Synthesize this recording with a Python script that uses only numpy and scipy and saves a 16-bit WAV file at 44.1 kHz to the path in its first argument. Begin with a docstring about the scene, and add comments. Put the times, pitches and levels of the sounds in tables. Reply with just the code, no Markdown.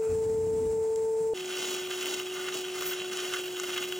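"""A pottery wheel spins with a steady motor whine (sine tones) and a whirr (filtered noise).
Hands shift over it with a soft rumble and bumps, then one tap sounds as they lift a thin steel scraper.
After an abrupt cut the wheel turns slower and the scraper trims the clay: grit (random tiny impacts) catches
the edge and rings the blade (filters with resonances), swelling once a turn, with swishes, rasps and ticks.
A close pair of microphone ports hears it, with quick reflections from the splash pan."""
import sys
import numpy as np
from scipy import signal
from scipy.fft import rfft, irfft
from scipy.io import wavfile

SR = 44100
rng = np.random.default_rng(int(sys.argv[2]) if len(sys.argv) > 2 else 0)


def persist_wave(psi):
    """Save psi, clipped to +-1, as 16-bit WAV."""
    counts = np.round(np.clip(psi, -1, 1) * 32767).astype(np.int16)
    wavfile.write(sys.argv[1], SR, np.atleast_2d(counts).T)


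N = 175959

# Levels below are relative: later steps still filter and balance them.
CUT_S, FADE_IN_S = 1.3365, 0.017
EDGE_HZ = 15850  # top of the pitch range that is kept

# Difference between the two ports: [f/Hz, phase by which left leads/rad] and [f/Hz, left minus right level/dB]
PORT_PHASE = [(400, 0), (780, 1), (1200, 0), (2000, 0), (3100, 0.42), (5000, 0.86), (6700, -0.63),
              (10900, -3), (13300, -4), (16000, -5)]
PORT_BALANCE = [(100, 0.83), (440, 1.23), (800, -1.2), (2800, -0.8), (4500, 1), (8000, 0.46)]

# Motor speed, running free and under the scraper: [t/s, whine f/Hz]
FREE_SPEED = [(0, 443), (.35, 443.7), (1.33, 445.2)]
LOADED_SPEED = [(1.5, 368), (2, 366.3), (2.5, 368), (3.25, 365.5), (3.75, 363), (4, 366.4)]
# Partials of the whine, free and under the scraper: [multiple of the whine pitch, level/dB]
FREE_PARTIALS = [(1, -28), (2, -50.5)]
LOADED_PARTIALS = [(1, -38), (2, -57.5)]
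# Thin, quickly wavering high tones of the drive, running free: [middle f/Hz, level/dB]
DRIVE_TONES = [(5076, -73), (7203, -68.5), (7574, -64)]
# The octave of the free whine slowly grows; its table level holds at the middle time
OCTAVE_RISE_DB_PER_S, OCTAVE_MID_S = 5.5, 0.67

# Colour of the wheel and room whirr: [f/Hz, level per Hz/dB]
WHIRR_COLOUR = [(25, -33.5), (110, -11), (170, -3), (280, -7), (800, -5), (1100, -15.5), (2400, -20),
                (3100, -27.5), (5600, -22.5), (7700, -12), (8800, -14.5), (10500, -15), (13500, -42),
                (15600, -19)]
WHIRR_DB, WHIRR_LOADED_DB = -48, -1  # level, and its change under the scraper

# Low rumble while the hands shift: [t/s, level/dB], and its colour: [f/Hz, level per Hz/dB]
RUMBLE = [(.04, -65), (.1, -41.5), (.25, -44.5), (.4, -43.5), (.66, -41), (.78, -48), (.9, -56),
          (1.22, -55.5), (1.33, -57)]
RUMBLE_COLOUR = [(20, -48), (38, -29), (52, -2.5), (90, -1), (190, -7), (300, -7), (600, -28.5),
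                 (2000, -41.5)]
# Resonances of the wheel's frame: [f/Hz, width/Hz, lift/dB]
FRAME_MODES = [(89, 8.3, 6.5), (184, 14, 6), (235, 7.9, 2)]
# Colour of the light touch as the hands shift: [f/Hz, level per Hz/dB]
TOUCH_COLOUR = [(700, -9), (1400, 2), (1900, -18), (2600, 0.5), (2900, -21.5), (8000, -19)]
TOUCH_DB, TOUCH_S = -55, .12
# Soft bumps on the wheel's frame: [start t/s, f/Hz, level/dB]
BUMPS = [(0.094, 85, -31), (0.611, 252, -30.5), (0.694, 86, -34), (1.2, 166, -35)]
BUMP_S = 0.011  # time from the start of a bump to its strongest point

# Resonances of the blade and the clay under it: [f/Hz, width/Hz, lift/dB]
BLADE_MODES = [(1218, 170, 5), (1295, 54, -12), (1475, 113, 8), (2088, 59, 10), (2280, 190, -2.5),
               (2830, 320, 5.5), (3090, 53, 6), (3323, 36, 8.5), (3860, 55, 7.5), (5670, 170, 5),
               (6714, 210, 8.5)]
# Ticks, one tap in the hand and then hard grains: [t/s, level/dB, clay body lift/dB, treble lift/dB]
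CATCHES = [(0.959, -27.5, -17, 9), (1.458, -28, -8, 19), (2.027, -19, -16, 0), (2.058, -17.5, -16, -7),
           (2.199, -22, -10, -17), (2.489, -23, 8, 5), (2.823, -21.5, 18, 11), (3.172, -22.5, 1, 12),
           (3.338, -19.5, 6, 10), (3.599, -21.5, 8, 10), (3.742, -25, -7, -6), (3.776, -16.5, -6, -15),
           (3.840, -22, -10, -11), (3.924, -21.5, 4, 3.5)]
# Colour shared by the ticks: [f/Hz, level per Hz/dB]
CATCH_COLOUR = [(300, -28), (900, -13), (1300, -4), (2500, -8), (3000, -2), (4500, -17), (7000, -10),
                (16000, -15)]
CATCH_DB, CATCH_DECAY_S = -4.5, 0.0014
CATCH_SNAP = 2.7  # strength of the first snap; the crunch starts at 1

# The edge bites once a turn, on the high side of the clay:
# [start t/s, length/s, body level/dB, ring level/dB, hiss level/dB]
BITES = [(1.467, .33, -46.5, -41, -45.5), (1.883, .33, -45.5, -41, -46), (2.31, 0.2, -43.5, -44.5, -49.5),
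         (2.723, 0.24, -44.5, -48, -44.5), (3.102, 0.29, -42.5, -39, -43.5),
         (3.564, 0.27, -44.5, -42.5, -45.5)]
BITE_ATTACK_S, BITE_RELEASE_S = 0.024, 0.023
RING_ATTACK_S, RING_RELEASE_S = 0.072, 0.048
LIGHT_BODY_DB, LIGHT_RING_DB, LIGHT_HISS_DB = -50, -42, -49.5  # light contact between bites
# Short rasps where the edge sticks and chatters: [start t/s, length/s, body level/dB, ring level/dB]
RASPS = [(2.476, 0.019, -38.5, -38.5), (2.907, 0.024, -39.5, -36.5), (2.958, 0.08, -46, -39),
         (3.334, 0.014, -32, -36), (3.761, 0.034, -40.5, -36.5)]
RASP_EDGE_S = 0.0044  # attack and release
# Broad swishes as shavings peel off: [start t/s, length/s, level/dB]
SWISHES = [(1.562, 0.19, -41), (2.05, 0.12, -42.5), (2.521, 0.064, -39.5)]
# Faint fizz at the very top: [t/s, level/dB]
FIZZ = [(1.35, -62), (1.62, -55), (2.55, -54.5), (2.72, -60), (2.86, -41), (2.92, -41), (2.97, -62),
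        (3.3, -53)]
# Colours of the five parts of the scrape: [f/Hz, level per Hz/dB]
BODY_COLOUR = [(200, -22.5), (700, -12.5), (1000, -18), (1200, 0), (2100, -2.5), (2500, -7), (4000, -15),
               (9000, -54)]
RING_COLOUR = [(500, -40), (2300, -9), (2700, -2.5), (3300, -3), (3600, -10.5), (4300, -14.5),
               (8000, -29.5)]
HISS_COLOUR = [(100, -20.5), (400, 2.5), (800, -3.5), (1500, -5.5), (4400, -1.5), (5300, 0.5), (7000, -0.5),
               (8500, -9), (10000, 7), (11500, -13), (16000, -6.5)]
SWISH_COLOUR = [(100, -24), (300, 12), (800, 4), (1800, -9), (3000, 7.5), (4500, -0.5), (7000, 3.5),
                (8500, -1), (11000, 0), (16000, -4)]
FIZZ_COLOUR = [(6000, -17), (10000, -10), (12500, -4), (14500, 0), (16000, -18)]
SHAKE_HZ, SHAKE = 55.6, 0.6  # the drive shakes the edge slightly: rate, and share next to the random judder
# Slips of the edge on the clay: rate, fade and share of the grit that they carry
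SLIPS_PER_S, SLIP_S, SLIP_SHARE = 90, 0.0035, 0.36
# The blade flexes under the fingers: pitch change (share), spread of resonance strength, rate of wandering
FLEX, FLEX_DB, FLEX_HZ = .012, 2, 14


def amp(db):
    """Turns decibels into gain."""
    return 10 ** (np.asarray(db) / 20)


def unit(x):
    """Scales to an average strength (rms) of 1."""
    return x / np.sqrt(np.mean(x ** 2) + 1e-20)


def by_hz(points, hz):
    """Reads a table on a log-frequency axis, as the ear spaces pitch."""
    f, value = np.transpose(points)
    return np.interp(np.log(hz + 1), np.log(f + 1), value)


def by_time(rows, axis=1):
    """Reads one column of a curve at every sample."""
    rows = np.array(rows)
    return np.interp(np.arange(N) / SR, rows[:, 0], rows[:, axis])


def wander(rate_hz):
    """Smooth random drift of rms 1, mostly slower than the given rate."""
    hz = np.fft.rfftfreq(N, 1 / SR)
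    smooth = rfft(rng.standard_normal(N)) / (1 + (hz / rate_hz) ** 4)
    return unit(irfft(smooth, N))


def coloured(x, colour, modes=(), size=4096):
    """Filters with unit energy: a broad colour lifted by resonances."""
    hz = abs(np.fft.fftfreq(size, 1 / SR))
    lifts = sum(lift / (1 + (2 * (hz - f) / width) ** 2) for f, width, lift in modes)
    db = by_hz(colour, hz) + lifts
    # Minimum phase: the filter answers only after its input, and as soon as it can
    spectrum = np.exp(np.conj(signal.hilbert(np.log(amp(db)))))
    taps = np.fft.ifft(spectrum).real[:size // 2]
    return signal.oaconvolve(x, taps / np.linalg.norm(taps))[:N]


def before_cut():
    """One at first, falling to zero in the last half millisecond before the cut."""
    return np.clip((CUT_S - np.arange(N) / SR) * 2000, 0, 1)


def after_cut():
    """Zero before the cut, then a quick fade to one."""
    return np.clip((np.arange(N) / SR - CUT_S) / FADE_IN_S, 0, 1)


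def ports(x):
    """Spreads a near source over the two microphone ports, by level and phase."""
    hz = np.fft.rfftfreq(N, 1 / SR)
    # Each port takes half of the difference, in opposite directions
    half = amp(by_hz(PORT_BALANCE, hz) / 2) * np.exp(.5j * by_hz(PORT_PHASE, hz))
    return irfft(rfft(x) * np.array([half, 1 / half]), N)


def whine(speed, partials, flutter, flutter_hz, jitter_hz, octave_db=0):
    """Motor partials locked to one speed, with slight flutter of level."""
    turns = np.cumsum(by_time(speed) + jitter_hz * wander(28)) / SR
    out = np.zeros(N)
    for k, db in partials:
        level = np.sqrt(2) * amp(db + octave_db * (round(k) == 2))
        out += level * (1 + flutter * k * wander(flutter_hz)) * np.sin(2 * np.pi * round(k) * turns)
    return out


def motor():
    """A high whine with wavering drive tones, running free; a lower, softer one during trimming."""
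    octave_db = OCTAVE_RISE_DB_PER_S * (np.arange(N) / SR - OCTAVE_MID_S)
    free = whine(FREE_SPEED, FREE_PARTIALS, flutter=0.059, flutter_hz=45, jitter_hz=0.52, octave_db=octave_db)
    for hz, db in DRIVE_TONES:
        turns = np.cumsum(hz + 18 * wander(30)) / SR
        free += np.sqrt(2) * amp(db) * np.sin(2 * np.pi * turns)
    loaded = whine(LOADED_SPEED, LOADED_PARTIALS, flutter=0.05, flutter_hz=40.6, jitter_hz=0.69)
    return ports(free * before_cut()) + loaded * after_cut()


def echoes(x, decay_s, channels=2, size=8000):
    """A dying spray of sparse reflections, different in each channel."""
    t = np.arange(size) / SR
    taps = rng.standard_normal((channels, size)) * (rng.random((channels, size)) < .1)
    taps = taps * np.exp(-t / decay_s) * (t > .001)
    taps /= np.linalg.norm(taps, axis=1, keepdims=True)
    return signal.oaconvolve(x[None], taps, axes=1)[:, :N]


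def whirr():
    """Noise of the spinning wheel, partly diffuse, with a thicket of faint machine tones in the treble."""
    hz = np.fft.rfftfreq(N, 1 / SR)
    phases = np.exp(2j * np.pi * rng.random(len(hz)))
    chosen = (rng.random(len(hz)) < .002) * (hz > 2000)
    tones = unit(irfft(phases * chosen, N))
    level = amp(WHIRR_DB + 1.4 * wander(24))
    noise = level * coloured(rng.standard_normal(N) + .5 * tones, WHIRR_COLOUR)
    wide = ports(noise) + amp(-13.0) * echoes(noise, decay_s=0.027)
    return wide * (before_cut() + amp(WHIRR_LOADED_DB) * after_cut())


def grit(per_s, spread_db):
    """Tiny impacts of uneven size at random times."""
    size = amp(spread_db * np.minimum(rng.exponential(1, N), 4))
    return unit(size * rng.choice([-1., 1.], N) * (rng.random(N) < per_s / SR))


def press(start, length, attack_s=BITE_ATTACK_S, release_s=BITE_RELEASE_S):
    """Pressure rises, holds and lets go."""
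    age = np.arange(N) / SR - start
    return np.clip(age / attack_s, 0, 1) * np.exp(-np.clip((age - length) / release_s, 0, 20))


def hands():
    """Lumpy rumble and bumps in the wheel's frame, and a light touch on the clay, as the hands slide and lift."""
    out = coloured(grit(per_s=500, spread_db=1.5), RUMBLE_COLOUR, FRAME_MODES) * amp(by_time(RUMBLE))
    out += coloured(rng.standard_normal(N), TOUCH_COLOUR) * amp(TOUCH_DB) * press(0, TOUCH_S)
    for start, hz, db in BUMPS:
        age = np.maximum(np.arange(N) / SR - start, 0)
        swell = age / BUMP_S * np.exp(-age / BUMP_S)
        out += amp(db) * swell * np.sin(2 * np.pi * hz * age)
    return out * before_cut()


def catches():
    """Each tap or hard grain gives a snap and a short crunch that ring the blade."""
    out, t = np.zeros(N), np.arange(N) / SR
    for start, db, body_db, treble_db in CATCHES:
        age = t - start
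        fade = (age > 1 / SR) * np.exp(-np.minimum(abs(age) / CATCH_DECAY_S, 20))
        crunch = rng.choice([-1., 1.], N) * fade
        crunch[round(start * SR)] += CATCH_SNAP
        colour = [(hz, level + body_db * (hz < 2500) + treble_db * (4000 < hz < 9000))
                  for hz, level in CATCH_COLOUR]
        out += amp(db + CATCH_DB) * coloured(crunch, colour, BLADE_MODES)
    return out


def slips():
    """Uneven stick and slip: each slip frees a burst of grit that dies quickly."""
    kicks = rng.uniform(0.56, 1, N) * (rng.random(N) < SLIPS_PER_S / SR)
    bursts = signal.lfilter([1], [1, -np.exp(-1 / (SLIP_S * SR))], kicks)
    return unit(1 - SLIP_SHARE + SLIP_SHARE * unit(bursts))


def blade(x, colour, count=4):
    """Rings the blade, passing at random between a few states of bending with their own resonances."""
    weights = np.exp([wander(FLEX_HZ) for _ in range(count)])
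    weights /= weights.sum(0)
    # Each sample drives one state, drawn with odds that wander
    state = (rng.random(N) > np.cumsum(weights, 0)).sum(0)
    out = np.zeros(N)
    for k, bend in enumerate(np.linspace(-1, 1, count)):
        modes = [(hz * (1 + FLEX * bend), width, lift + FLEX_DB * rng.standard_normal())
                 for hz, width, lift in BLADE_MODES]
        out += coloured(x * (state == k), colour, modes)
    return out


def scraper():
    """Coarse grit knocks clay and blade in short slips, fine grit hisses; the edge judders over both."""
    coarse, fine = grit(per_s=3000, spread_db=1.5), grit(per_s=8000, spread_db=2.5)
    judder = wander(50) + SHAKE * np.sin(2 * np.pi * SHAKE_HZ * np.arange(N) / SR)
    slip = slips()

    # Bites and rasps add their power to the light contact
    body_bites, ring_bites, hiss_bites = np.zeros(N), np.zeros(N), np.zeros(N)
    for start, length, body_db, ring_db, hiss_db in BITES:
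        bite = press(start, length)
        body_bites += amp(body_db) * bite
        ring_bites += amp(ring_db) * press(start, length, RING_ATTACK_S, RING_RELEASE_S)
        hiss_bites += amp(hiss_db) * bite
    body_level = np.hypot(amp(LIGHT_BODY_DB), body_bites)
    ring_level = np.hypot(amp(LIGHT_RING_DB), ring_bites)
    hiss_level = np.hypot(amp(LIGHT_HISS_DB), hiss_bites)
    for start, length, body_db, ring_db in RASPS:
        rasp = press(start, length, RASP_EDGE_S, RASP_EDGE_S)
        body_level = np.hypot(body_level, amp(body_db) * rasp)
        ring_level = np.hypot(ring_level, amp(ring_db) * rasp)
    swish_level = sum(amp(db) * press(start, length) for start, length, db in SWISHES)

    body = blade(coarse * slip * body_level * amp(0.76 * judder - 0.5), BODY_COLOUR)
    knocks = unit(coarse + 1.12 * grit(per_s=1500, spread_db=1))
    ring = blade(knocks * slip * ring_level * amp(0.91 * judder - 1.14), RING_COLOUR)
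    hiss_grit = unit(fine + 0.48 * coarse * slip)
    hiss = coloured(hiss_grit * hiss_level * amp(3.0 + 1.08 * judder), HISS_COLOUR, BLADE_MODES)
    soft_modes = [(f, width, 0.54 * lift) for f, width, lift in BLADE_MODES]
    swish = coloured(fine * swish_level * amp(judder), SWISH_COLOUR, soft_modes)
    fizz_level = amp(by_time(FIZZ) + 3.5 + 2.2 * judder)
    fizz = coloured(grit(per_s=3300, spread_db=2.5) * fizz_level, FIZZ_COLOUR)
    return (body + ring + hiss + swish + fizz) * after_cut()


def scene():
    """The hands, the tool and its splash pan reflections over the running wheel."""
    tool = scraper() + catches()
    dull = signal.lfilter(*signal.butter(2, 8000, fs=SR), tool)  # the pan returns less treble
    reflections = amp(-14.5) * echoes(dull, decay_s=0.014)
    return ports(tool + hands()) + reflections + motor() + whirr()


def record(dry):
    """The recorder's band limit: a steep filter takes away the highest treble."""
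    taps = signal.firwin(511, EDGE_HZ, window=("kaiser", 9), fs=SR)
    return signal.oaconvolve(dry, taps[None], "same")


dry = scene()
out = record(dry)
persist_wave(out)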